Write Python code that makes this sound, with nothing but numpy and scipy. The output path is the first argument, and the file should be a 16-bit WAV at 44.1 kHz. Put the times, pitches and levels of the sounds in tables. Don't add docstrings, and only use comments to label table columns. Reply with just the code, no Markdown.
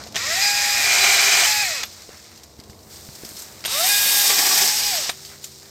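import sys
import numpy as np
from scipy import signal
from scipy.fft import rfft, irfft
from scipy.io import wavfile
from scipy.ndimage import uniform_filter1d

SR = 44100
rng = np.random.default_rng(int(sys.argv[2]) if len(sys.argv) > 2 else 0)


def transcribe(u):
    v = np.clip(np.atleast_2d(u).T, -1, 1)
    q = np.round(v * 32767).astype(np.int16)
    wavfile.write(sys.argv[1], SR, q)


def field_ratio(decibels):
    return 10 ** (np.asarray(decibels, dtype=float) / 20)


N = 251370
T = np.arange(N) / SR

# time in seconds, wind level in dB, engine level in dB.
FAR_LEVELS = [(0.0, -47.5, -54.5), (1.52, -50, -52), (2.19, -56, -61), (2.7, -53, -54), (3.98, -51.5, -52),
              (4.25, -53.5, -47), (5.7, -58, -49)]
# frequency in Hz, level in dB per Hz.
WIND_COLOUR = [(12, -72), (20, -51), (70, 4), (111, -4), (141, -1.5), (181, -10), (206, 0.5), (255, -8.5),
               (387, -7), (424, -7), (1500, -15), (1950, -50.5), (3300, -120)]
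# frequency in Hz, level in dB.
ENGINE_HUM = [(71, -69), (88, -57), (215, -60), (328, -58), (484, -63)]
# frequency in Hz, level in dB over the engine level.
ENGINE_DRONE = [(145, -4.5), (393, -4.5)]

# frequency in Hz, level in dB per Hz.
LEAF_COLOUR = [(290, -28), (500, 2.5), (943, -10.5), (1140, -8), (1260, -6.5), (1860, -6.5), (2660, 0.5),
               (5320, 4.5), (6800, 0), (8570, -4), (10200, -12.5), (14200, -3.5), (15700, -11)]
# time in seconds, rustle in dB, nearness as dB of the finest crackle over it.
LEAF_STIR = [(0.0, -41, -16), (0.136, -47.5, -11), (1.87, -42, -11), (2.266, -47.5, -9),
             (2.476, -53.5, -5.5), (2.726, -55, -4), (2.88, -52, -1), (2.93, -42, -5), (3.05, -47, -3.5),
             (3.3, -44, 0), (3.4, -40.5, -3.5), (3.5, -46, -3), (5.13, -41.5, -6), (5.32, -44, -4),
             (5.41, -48, -5), (5.445, -42, 0), (5.504, -47, -4), (5.7, -48.5, -4.5)]
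# peak in seconds, swell in dB, fade in seconds.
BRANCH_SAG = (2.1, 4.2, 0.27)
DULL_SHARE, DULL_AT_DB, DULL_DB = 0.83, -53.5, -6
HOLLOW_DB = -13.5

# start in seconds, peak in dB, pitch in Hz, t60 of the rustling tail in seconds.
TWIG_TICKS = [(0.016, -38, 7000, .03), (0.028, -40, 9500, 0.034), (0.037, -28, 4500, 0.027),
              (0.057, -42, 13500, .02), (0.071, -27.5, 4620, 0.056), (0.085, -35, 6500, .03),
              (0.113, -42, 7000, .03), (0.1232, -31, 5330, .06), (1.925, -33, 5000, 0.055),
              (2.02, -31, 5060, 0.066), (2.1718, -32, 5450, .07), (2.193, -35, 1700, .06),
              (2.25, -38, 2500, .04), (2.3594, -36, 6240, .05), (2.375, -34, 4950, .07),
              (2.398, -39, 3200, .05), (2.4339, -30.5, 5800, .06), (2.5882, -41, 5590, .03),
              (2.5995, -30, 4900, 0.044), (2.6367, -34, 5140, 0.036), (2.6968, -35, 5300, 0.18),
              (2.731, -37, 2200, 0.033), (2.7905, -40, 4670, 0.066), (2.8306, -39, 5320, .04),
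              (2.909, -35, 4700, .08), (2.9594, -32, 4930, .06), (3.0494, -38, 4980, .06),
              (3.065, -37, 8500, .04), (3.087, -41, 1500, .03), (3.131, -35, 4620, 0.071),
              (3.1514, -28, 5440, .08), (3.249, -24.5, 5300, 0.1), (3.29, -26, 8480, .05),
              (3.3656, -26.5, 5300, 0.096), (3.382, -31, 6000, .04), (3.39, -26, 8700, 0.17),
              (3.42, -24, 7700, 0.092), (3.606, -30, 5470, .04), (5.249, -25, 5060, 0.16),
              (5.441, -23, 3600, 0.047), (5.443, -20, 7000, 0.061), (5.628, -34, 5540, 0.055),
              (5.656, -37, 4950, .06)]
# start in seconds, peak in dB,
# pitch in Hz.
DULL_KNOCKS = [(0.065, -28, 700), (0.799, -31, 310), (2.091, -28, 480), (2.592, -29, 245),
               (2.698, -30.5, 151), (2.87, -37, 153), (3.089, -26.5, 149), (3.235, -25, 358),
               (3.251, -31, 218), (3.317, -34, 326), (3.357, -41, 215), (5.094, -26.5, 775)]
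# frequency in Hz, level in dB.
MIC_COLOUR = [(300, 1), (1000, 3.5), (5000, 10), (8000, 10), (10000, -0.5), (13000, 15.5), (15700, -11)]
DELAY_S = 0.00062

# start in seconds, peak in dB, body pitch in Hz.
SWITCH_CLACKS = [(0.1445, -18, 3220), (0.149, -13, 2140), (0.157, -4, 6000), (0.163, -5.5, 1860),
                 (0.166, -20.5, 4400), (0.175, -13, 3720), (0.192, -18, 5630), (1.8325, -6.5, 6540),
                 (1.8335, -12.5, 2450), (1.8361, -9.5, 3500), (1.836, -26, 5160), (3.640, -14, 5000),
                 (3.649, -21, 3430), (3.65, -9.5, 3200), (3.6563, -5.5, 3420), (3.679, -12, 3970),
                 (5.093, -3, 3680), (5.0945, -22, 1800), (5.097, -7, 3800)]
# start in seconds, peak in dB.
HIGH_SPRING = [(0.162, -35), (0.169, -35), (0.1774, -36), (0.195, -38), (1.8367, -35), (1.8424, -35),
               (1.8534, -40), (3.6516, -25), (3.6616, -19), (3.6784, -33), (5.1004, -31), (5.1134, -32)]
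# start in seconds, peak in dB.
LOW_SPRING_HITS = [
    (3.6591, -19),
    (5.0995, -22),
]
# frequency in Hz, level in dB.
BODY_COLOUR = [(300, -6.5), (800, -1), (2000, -4), (6500, -6.5), (8500, -9.5), (10000, -17), (15700, -12)]
CLACK_T60_S = 0.03
SPRING_HZ, SPRING_T60_S, LOW_SPRING_HZ, LOW_SPRING_T60_S = 12650, 0.047, 8700, 0.048

# start in seconds, peak in dB, pitch in Hz.
LINK_SLAPS = [(.8857, -15, 2300), (.9166, -15, 2420), (.9884, -13, 2260), (1.0418, -10, 2150),
              (1.066, -9, 2290), (1.0992, -9, 2320), (1.1346, -11, 2300), (1.3344, -10, 3110),
              (1.389, -10, 2240), (1.4354, -12, 2900), (1.45, -8, 3030)]
SLAP_T60_S = 0.033

# on in seconds, off in seconds.
MOTOR_RUNS = [
    (.156, 1.842),
    (3.647, 5.102),
]
# in at seconds, out at seconds, bite time in seconds.
TEETH_IN_WOOD = [
    (0.841, 1.489, 0.029),
    (4.229, 4.735, 0.107),
]
# time in seconds, gear mesh in Hz.
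MOTOR_SPEEDS = [
    [(.16, 397.8), (.42, 818), (.80, 819), (.87, 793.5), (1.2, 803.6), (1.445, 796), (1.47, 850.5),
     (1.62, 831), (1.84, 400)],
    [(3.66, 299.3), (3.725, 520), (3.896, 818), (4.21, 820), (4.3, 789), (4.45, 837), (4.7, 846),
     (4.895, 821), (5.095, 392)],
]
# time in seconds, chain rattle in dB.
CHAIN_EFFORTS = [
    [(.2, -26.5), (.43, -20), (.528, -22), (.746, -21.5), (.936, -17.5), (1.446, -17), (1.654, -24),
     (1.81, -29), (1.84, -32)],
    [(3.69, -31), (3.704, -26.5), (3.876, -20.5), (3.98, -21.5), (4.2, -20.5), (4.66, -20), (4.734, -22),
     (4.97, -22.5), (5.085, -27.5)],
]
# dB over the chain rattle on reaching speed, at first touch, in the wood, after it.
LAYER_LEVELS = [
    [(-8.5, -6, -6, -8.5), (-2, 0, 2.5, -2), (-9, -7.5, -11.5, -7)],
    [(-12, -9, -6.5, -11.5), (0.5, -1, 0, -3), (0.5, 1.5, -3, -5.5)],
]
LAYER_EDGES = (130, 1200, 3200, 8900, 15700)
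# frequency in Hz, level in dB per Hz.
FREE_COLOUR = [
    [(76, -55), (130, -84), (562, -16), (744, -9.5), (823, -13), (1090, -14), (1630, 6), (2290, 17.5),
     (2480, 14.5), (3030, 0.5), (5000, 5), (7470, -0.5), (9700, -22.5), (13400, -15), (15700, -25)],
    [(76, -51), (130, -22), (551, -15.5), (807, -8.5), (1310, -15.5), (1600, -7.5), (2160, -5),
     (2380, -5.5), (3280, -3.5), (5000, 8.5), (6900, 2), (8260, -1), (9900, -15), (13900, -5.5),
     (15700, -15)],
]
# frequency in Hz, level in dB per Hz.
CUT_COLOUR = [
    [(76, -52), (130, -23), (296, -27), (392, -13.5), (440, -19.5), (585, -13), (701, -9), (1110, -10),
     (2430, 3.5), (2740, -9), (4010, -7), (7630, -4), (10100, -21), (13400, -11), (15700, -21)],
    [(76, -50), (130, -12), (302, -7), (400, -4.5), (540, -11), (775, -0.5), (1160, -12), (1250, -15.5),
     (1730, -9.5), (2910, -10), (5110, 11.5), (8260, 1.5), (10100, -10.5), (13400, 0.5), (15700, -11)],
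]
# frequency in Hz, width in Hz, dB over the colour.
FREE_MODES = [
    [(1880, 180, 9.5), (2620, 46, 2), (3940, 110, 4), (5100, 240, 4), (8200, 280, 1)],
    [(3710, 260, 8.5), (5450, 180, 2), (8480, 83, 5.5), (11400, 1700, 5.5)],
]
# frequency in Hz, width in Hz, dB over the colour.
CUT_MODES = [
    [(400, 26, 12.7), (708, 94, 9.3), (1420, 48, 5.4), (2160, 50, 2.1), (2950, 280, 5.2), (4014, 100, 8),
     (4950, 1800, 5.3), (6300, 310, 4.3), (6900, 60, 2)],
    [(398, 20, 10), (740, 140, 4.9), (1150, 34, 11), (1850, 54, 5.2), (2460, 46, 4.1), (3720, 55, 2.6),
     (4570, 110, 0.67), (5650, 190, 3.8), (7750, 690, 2.9)],
]
# frequency in Hz, width in Hz, dB over the colour.
COAST_MODES = [
    [(1910, 230, 8), (2540, 60, 10), (4100, 65, 6.5), (4500, 140, 1), (5530, 35, 1), (7000, 44, -6),
     (7700, 73, 3)],
    [(4556, 52, -3), (5400, 52, 8.5), (5830, 41, 6), (6560, 140, 4), (7800, 130, 7), (11700, 1500, 4)],
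]
# time in seconds, mesh in dB, 2nd in dB, 3rd in dB, high multiples in dB.
GEAR_TONES = [
    [(.42, -31, -31, -24.5, -28.5), (.5, -30, -29.5, -26.5, -29), (.64, -31.5, -34, -31.5, -35.5),
     (.8, -32, -39, -25.5, -44), (.84, -42, -34, -27, -31), (1.0, -33.5, -36, -25.5, -32),
     (1.44, -36.5, -38, -27, -30), (1.47, -30, -36, -35, -46), (1.62, -34, -31, -25.5, -27)],
    [(3.9, -35, -25.5, -28.5, -35.5), (4.09, -52, -32.5, -29.5, -40), (4.13, -42, -31, -38, -41),
     (4.22, -36, -30, -45, -40), (4.25, -39.5, -37, -30, -38), (4.68, -43, -36, -40, -35),
     (4.72, -38, -43, -41, -41), (4.8, -41.5, -49, -40, -32), (4.88, -37, -44, -31.5, -36)],
]
# multiple of the mesh, level in dB.
HIGH_MULTIPLES = [
    [(5, -9), (5.5, -5), (6, 4), (7, -23), (8, -7), (9, -8)],
    [(4.5, -23), (5.5, -1), (6, 7), (7, 2.5), (8, -1), (10, -14)],
]
# multiple, dB at full speed.
PULL_HALF = [
    (2.5, -33.5),
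    (2.5, -33.5),
]
# frequency in Hz, width in Hz, gain in dB, loss of the 2nd in dB, loss of the 3rd in dB.
HOUSING_SONG = [
    (630, 60, 2, 2.5, 3),
    (613, 153, 10.5, 5.5, 6.5),
]
# frequency in Hz, width in Hz, gain in dB.
GLIDE_MODES = [(480, 100, -6), (700, 96, 1.5), (1000, 83, -2), (1120, 46, 3), (1330, 38, 4),
               (1500, 77, -12), (1900, 80, 4.5), (2360, 90, 2.5)]
# time in seconds, jolt of wood and bar in dB, jolt of chain and fan in dB.
GRAIN_SNAGS = [(.884, -0.5, -3), (.961, 0, -1), (1.045, 3.5, 3), (1.145, 1, 2), (1.238, 0, 4),
               (1.283, 1.5, 1), (1.335, 0, 2.5), (1.41, 1.5, 2), (1.452, -1, -0.5), (4.275, -1, 4.5),
               (4.303, 5, 5), (4.365, -0.5, 2), (4.392, 3.5, 8.5), (4.468, 1.5, 4.5), (4.52, 1.5, 3),
               (4.55, -1, 4), (4.58, 1.5, 5.5), (4.62, 2, 3), (4.655, -0.5, 3), (4.685, 1.5, 5.5)]
SNAG_RISE_S, SNAG_FALL_S = 0.014, 0.012
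SNAG_SHARES = (2.1, 1.7, 0.65, 0.6)
FULL_HZ = 820
PULL_DB_PER_OCT, COAST_DB_PER_OCT, HIGH_DB_PER_OCT, FAN_DB_PER_OCT = 15, 17.5, 21, 7.5
CHIPS_PER_S, CHIP_DB, CHIP_WOOD_DB = 260, -16.5, 1


def unit(x):
    return x / np.sqrt(np.mean(x ** 2))


def read(curve):
    s, *columns = np.transpose(curve)
    return [np.interp(T, s, c) for c in columns]


def ramp(start, stop, rise):
    return np.clip(np.minimum(T - start, stop - T) / rise, 0, 1)


def add(out, s, sound):
    i = int(s * SR)
    out[i:i + len(sound)] += sound[:N - i]


def bell(hz, centre, width):
    return np.exp(-((hz - centre) / width) ** 2)


def colour(x, spectrum, rings=(), band=(0, 1e5)):
    hz = np.arange(1, N // 2 + 2) * SR / N
    points = np.array(spectrum)
    db = np.interp(np.log(hz), np.log(points[:, 0]), points[:, 1])
    db = db + sum(g / (1 + (2 * (hz - f) / w) ** 2) for f, w, g in rings)
    edges = 1 / np.sqrt((1 + (band[0] / hz) ** 16) * (1 + (hz / band[1]) ** 16))
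    return irfft(rfft(x) * field_ratio(db) * edges, N)


def walk(rate):
    k = int(SR / rate)
    held = np.repeat(rng.standard_normal(N // 20), k)[:N]
    return unit(uniform_filter1d(uniform_filter1d(held, k), k))


def grains(rate, spread_db):
    sizes = field_ratio(spread_db * rng.exponential(size=N // 4).clip(0, 5))
    held = sizes[(T * rate).astype(int)]
    return unit(rng.standard_normal(N) * uniform_filter1d(held, int(SR / rate)))


def ring(hz, t60, length=.12):
    t = T[:int(length * SR)]
    return np.sin(2 * np.pi * hz * t) * 1000. ** (-t / t60)


def crack(hz, t60, width):
    edges = np.clip([hz / (1 + width), hz * (1 + width)], 30, .45 * SR)
    t = T[:int(.12 * SR)]
    push = rng.standard_normal(len(t)) * 1000. ** (-t / t60)
    push[0] += 4.
    burst = signal.sosfilt(signal.butter(1, edges, "band", fs=SR, output="sos"), push)
    return burst / np.abs(burst).max()


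def waver(lines, swing_db, drift):
    out = np.zeros(N)
    for hz, db in lines:
        turns = hz * np.cumsum(1 + drift * walk(9)) / SR
        out += field_ratio(db + swing_db * walk(5.7)) * np.sin(2 * np.pi * turns)
    return out


def patchy(x, depth_db, rate):
    thirds = 3 * np.log2(np.arange(1, N // 2 + 2) * SR / N / 250).clip(0, 6)
    spectrum = rfft(x)
    out = np.zeros(N)
    for k in range(19):
        band = irfft(spectrum * np.clip(1 - np.abs(thirds - k), 0, 1), N)
        out += band * field_ratio(depth_db * walk(rate))
    return out


def far():
    wind_db, engine_db = read(FAR_LEVELS)
    wind = unit(colour(rng.standard_normal(N), WIND_COLOUR, band=(42, 1200)))
    wind = wind * field_ratio(wind_db + 4.5 + walk(4.6))
    return wind + waver(ENGINE_HUM, 0.53, 0.027) + field_ratio(engine_db) * waver(ENGINE_DRONE, 0.46, 0.01493)


def leaves():
    db, top_db = read(LEAF_STIR)
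    sag_s, sag_db, fade_s = BRANCH_SAG
    sag = sag_db * (T > sag_s) * bell(T, sag_s, fade_s)
    low_db = DULL_DB - (1 - DULL_SHARE) * (db - DULL_AT_DB) + sag
    crackle = grains(900, 1.46) * field_ratio(0.24 * walk(31.9))

    def part(lo, hi, level_db):
        return unit(colour(crackle, LEAF_COLOUR, band=(lo, hi))) * field_ratio(level_db)

    low = part(600, 2100, low_db + 2.4 * walk(22.41))
    middle = part(2100, 3900, HOLLOW_DB + 0.77 * walk(5.4))
    high = part(3900, 8000, 0.86 * walk(25.58))
    top = part(8000, 15700, top_db + 0.78 * walk(5.2))
    return field_ratio(db) * (low + middle + high + top)


def twigs():
    out = np.zeros(N)
    for s, db, hz, t60 in TWIG_TICKS:
        snap = 0.33 * ring(hz, 0.0088) + 0.24 * crack(hz, 0.007, 2.8)
        add(out, s + DELAY_S, field_ratio(db) * (snap + 0.35 * crack(hz, t60, 0.43)))
    return colour(out, MIC_COLOUR)


def knocks():
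    out = np.zeros(N)
    for s, db, hz in DULL_KNOCKS:
        add(out, s, field_ratio(db) * (1.33 * ring(hz, 0.017) + 0.47 * crack(1400, 0.022, 0.38)))
    return out


def clacks():
    blows, springs = np.zeros(N), np.zeros(N)
    for s, db, hz in SWITCH_CLACKS:
        body = crack(3150, CLACK_T60_S, 1.0) + 0.46 * ring(hz, CLACK_T60_S) + 0.16 * ring(690, 0.022)
        scatter = 0.43 * crack(3300, 0.11, 0.82)
        add(blows, s + DELAY_S, field_ratio(db) * (body + scatter))
    high = (HIGH_SPRING, SPRING_HZ, SPRING_T60_S)
    low = (LOW_SPRING_HITS, LOW_SPRING_HZ, LOW_SPRING_T60_S)
    for table, hz, t60 in (high, low):
        for s, db in table:
            add(springs, s, field_ratio(db) * (crack(hz, t60, 0.0043) + 0.65 * ring(hz, 1.5 * t60)))
    return colour(blows, BODY_COLOUR) + springs


def slaps():
    out = np.zeros(N)
    for s, db, hz in LINK_SLAPS:
        add(out, s + DELAY_S, field_ratio(db) * (0.82 * ring(hz, SLAP_T60_S) + 0.49 * crack(hz, 0.008, 1.5)))
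    return out


def chips():
    hit = rng.random(N) < CHIPS_PER_S / SR
    return unit(colour(hit * rng.standard_normal(N), MIC_COLOUR, band=(1500, 15700)))


def jolts():
    snags = np.array(GRAIN_SNAGS)
    since = T - snags[:, :1]
    swell = np.clip(1 + since / SNAG_RISE_S, 0, 1) * np.exp(-since.clip(0) / SNAG_FALL_S)
    low, high = snags[:, 1:].T @ swell
    return low, low, high, high


def gear_whine(hz, wood, after, mesh, housing, high_mesh, half_mesh):
    slow = np.log2(hz / FULL_HZ)
    gliding = np.clip(np.abs(np.gradient(hz)) * SR / 1500, 0, 1)
    tremble = (0.0017 + 0.002 * wood + 0.011 * gliding) * walk(150) + 0.00596 * wood * walk(25)
    turn = 2 * np.pi * np.cumsum(hz * (1 + tremble)) / SR

    *low_db, high_db = read(mesh)
    speed_loss = np.where(after, COAST_DB_PER_OCT, PULL_DB_PER_OCT) * slow
    first_db, second_db, third_db = [db + speed_loss for db in low_db]
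    song_hz, song_width, song_db, second_loss, third_loss = housing
    partials = [(1, first_db + song_db * bell(hz, song_hz, song_width)),
                (2, second_db - second_loss * gliding), (3, third_db - third_loss * gliding)]
    high_db = high_db + HIGH_DB_PER_OCT * slow - 5 * wood - 12 * gliding
    partials += [(k, high_db + db + 3 * walk(45)) for k, db in high_mesh]
    half, half_db = half_mesh
    partials.append((half, half_db + 12 * slow - 9 * (1 - gliding) - 6 * after))

    out = np.zeros(N)
    for k, db in partials:
        passing = gliding * sum(g * bell(k * hz, f, w) for f, w, g in GLIDE_MODES)
        flutter = (1.5 + 1.1 * wood + 1.2 * gliding) * walk(60)
        out += field_ratio(db + passing + flutter) * np.sqrt(2) * np.sin(k * turn)
    return out


def chain_rattle(hz, wood, after, chain_db, layers, at_speed_s, touch_s,
                 free, cut, free_rings, cut_rings, coast_rings):
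    def stage(row):
        before = np.interp(T, (at_speed_s, touch_s), row[:2])
        return wood * row[2] + (1 - wood) * np.where(after, row[3], before)

    wood_db, bar_db, fan_db = map(stage, layers)
    fan_db = fan_db + FAN_DB_PER_OCT * np.log2(hz / FULL_HZ)
    levels = (wood_db - 6.0, bar_db - 5.0, 0., fan_db)
    links, teeth = grains(1600, 0.63), grains(400, 0.37)
    judder = field_ratio(0.14 * walk(14) * (-2.5 + wood))
    rattle = field_ratio(chain_db + CHIP_DB + CHIP_WOOD_DB * wood) * chips()
    bands = zip(LAYER_EDGES, LAYER_EDGES[1:])
    for band, db, share, jolt_db in zip(bands, levels, SNAG_SHARES, jolts()):
        coasting = unit(colour(links, free, coast_rings, band))
        pulling = unit(colour(links, free, free_rings, band))
        running = np.where(after, coasting, pulling)
        tearing = unit(colour(teeth, cut, cut_rings, band))
        mix = np.sqrt(1 - wood) * running + np.sqrt(wood) * tearing
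        rattle = rattle + field_ratio(chain_db + db + share * jolt_db) * mix
    return judder * patchy(rattle, 0.87 + 0.079 * wood, 80)


def saw(power, speed, effort, layers, mesh, housing, bite, free, cut,
        free_rings, cut_rings, coast_rings, high_mesh, half_mesh):
    (hz,), (chain_db,) = read(speed), read(effort)
    wood = ramp(*bite)
    after = T > (bite[0] + bite[1]) / 2
    gears = gear_whine(hz, wood, after, mesh, housing, high_mesh, half_mesh)
    chain = chain_rattle(hz, wood, after, chain_db, layers, speed[1][0], bite[0],
                         free, cut, free_rings, cut_rings, coast_rings)
    grab = field_ratio(0.21 * wood * walk(130))
    return ramp(*power, 0.0027) * grab * (gears + chain)


def scene():
    cuts = zip(MOTOR_RUNS, MOTOR_SPEEDS, CHAIN_EFFORTS, LAYER_LEVELS, GEAR_TONES, HOUSING_SONG, TEETH_IN_WOOD,
               FREE_COLOUR, CUT_COLOUR, FREE_MODES, CUT_MODES, COAST_MODES, HIGH_MULTIPLES, PULL_HALF)
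    mono = far() + leaves() + twigs() + knocks() + clacks() + slaps()
    mono = mono + sum(saw(*cut) for cut in cuts)
    return np.array([mono, mono])


def top_cut(x):
    return signal.sosfilt(signal.butter(12, 15980, fs=SR, output="sos"), x)


def record(dry):
    rounded = np.tanh(0.54 * dry) / 0.67
    treble_cut = signal.ellip(8, .2, 60, 15900, fs=SR, output="sos")
    return top_cut(signal.sosfilt(treble_cut, rounded))


dry = scene()
out = record(dry)
transcribe(out)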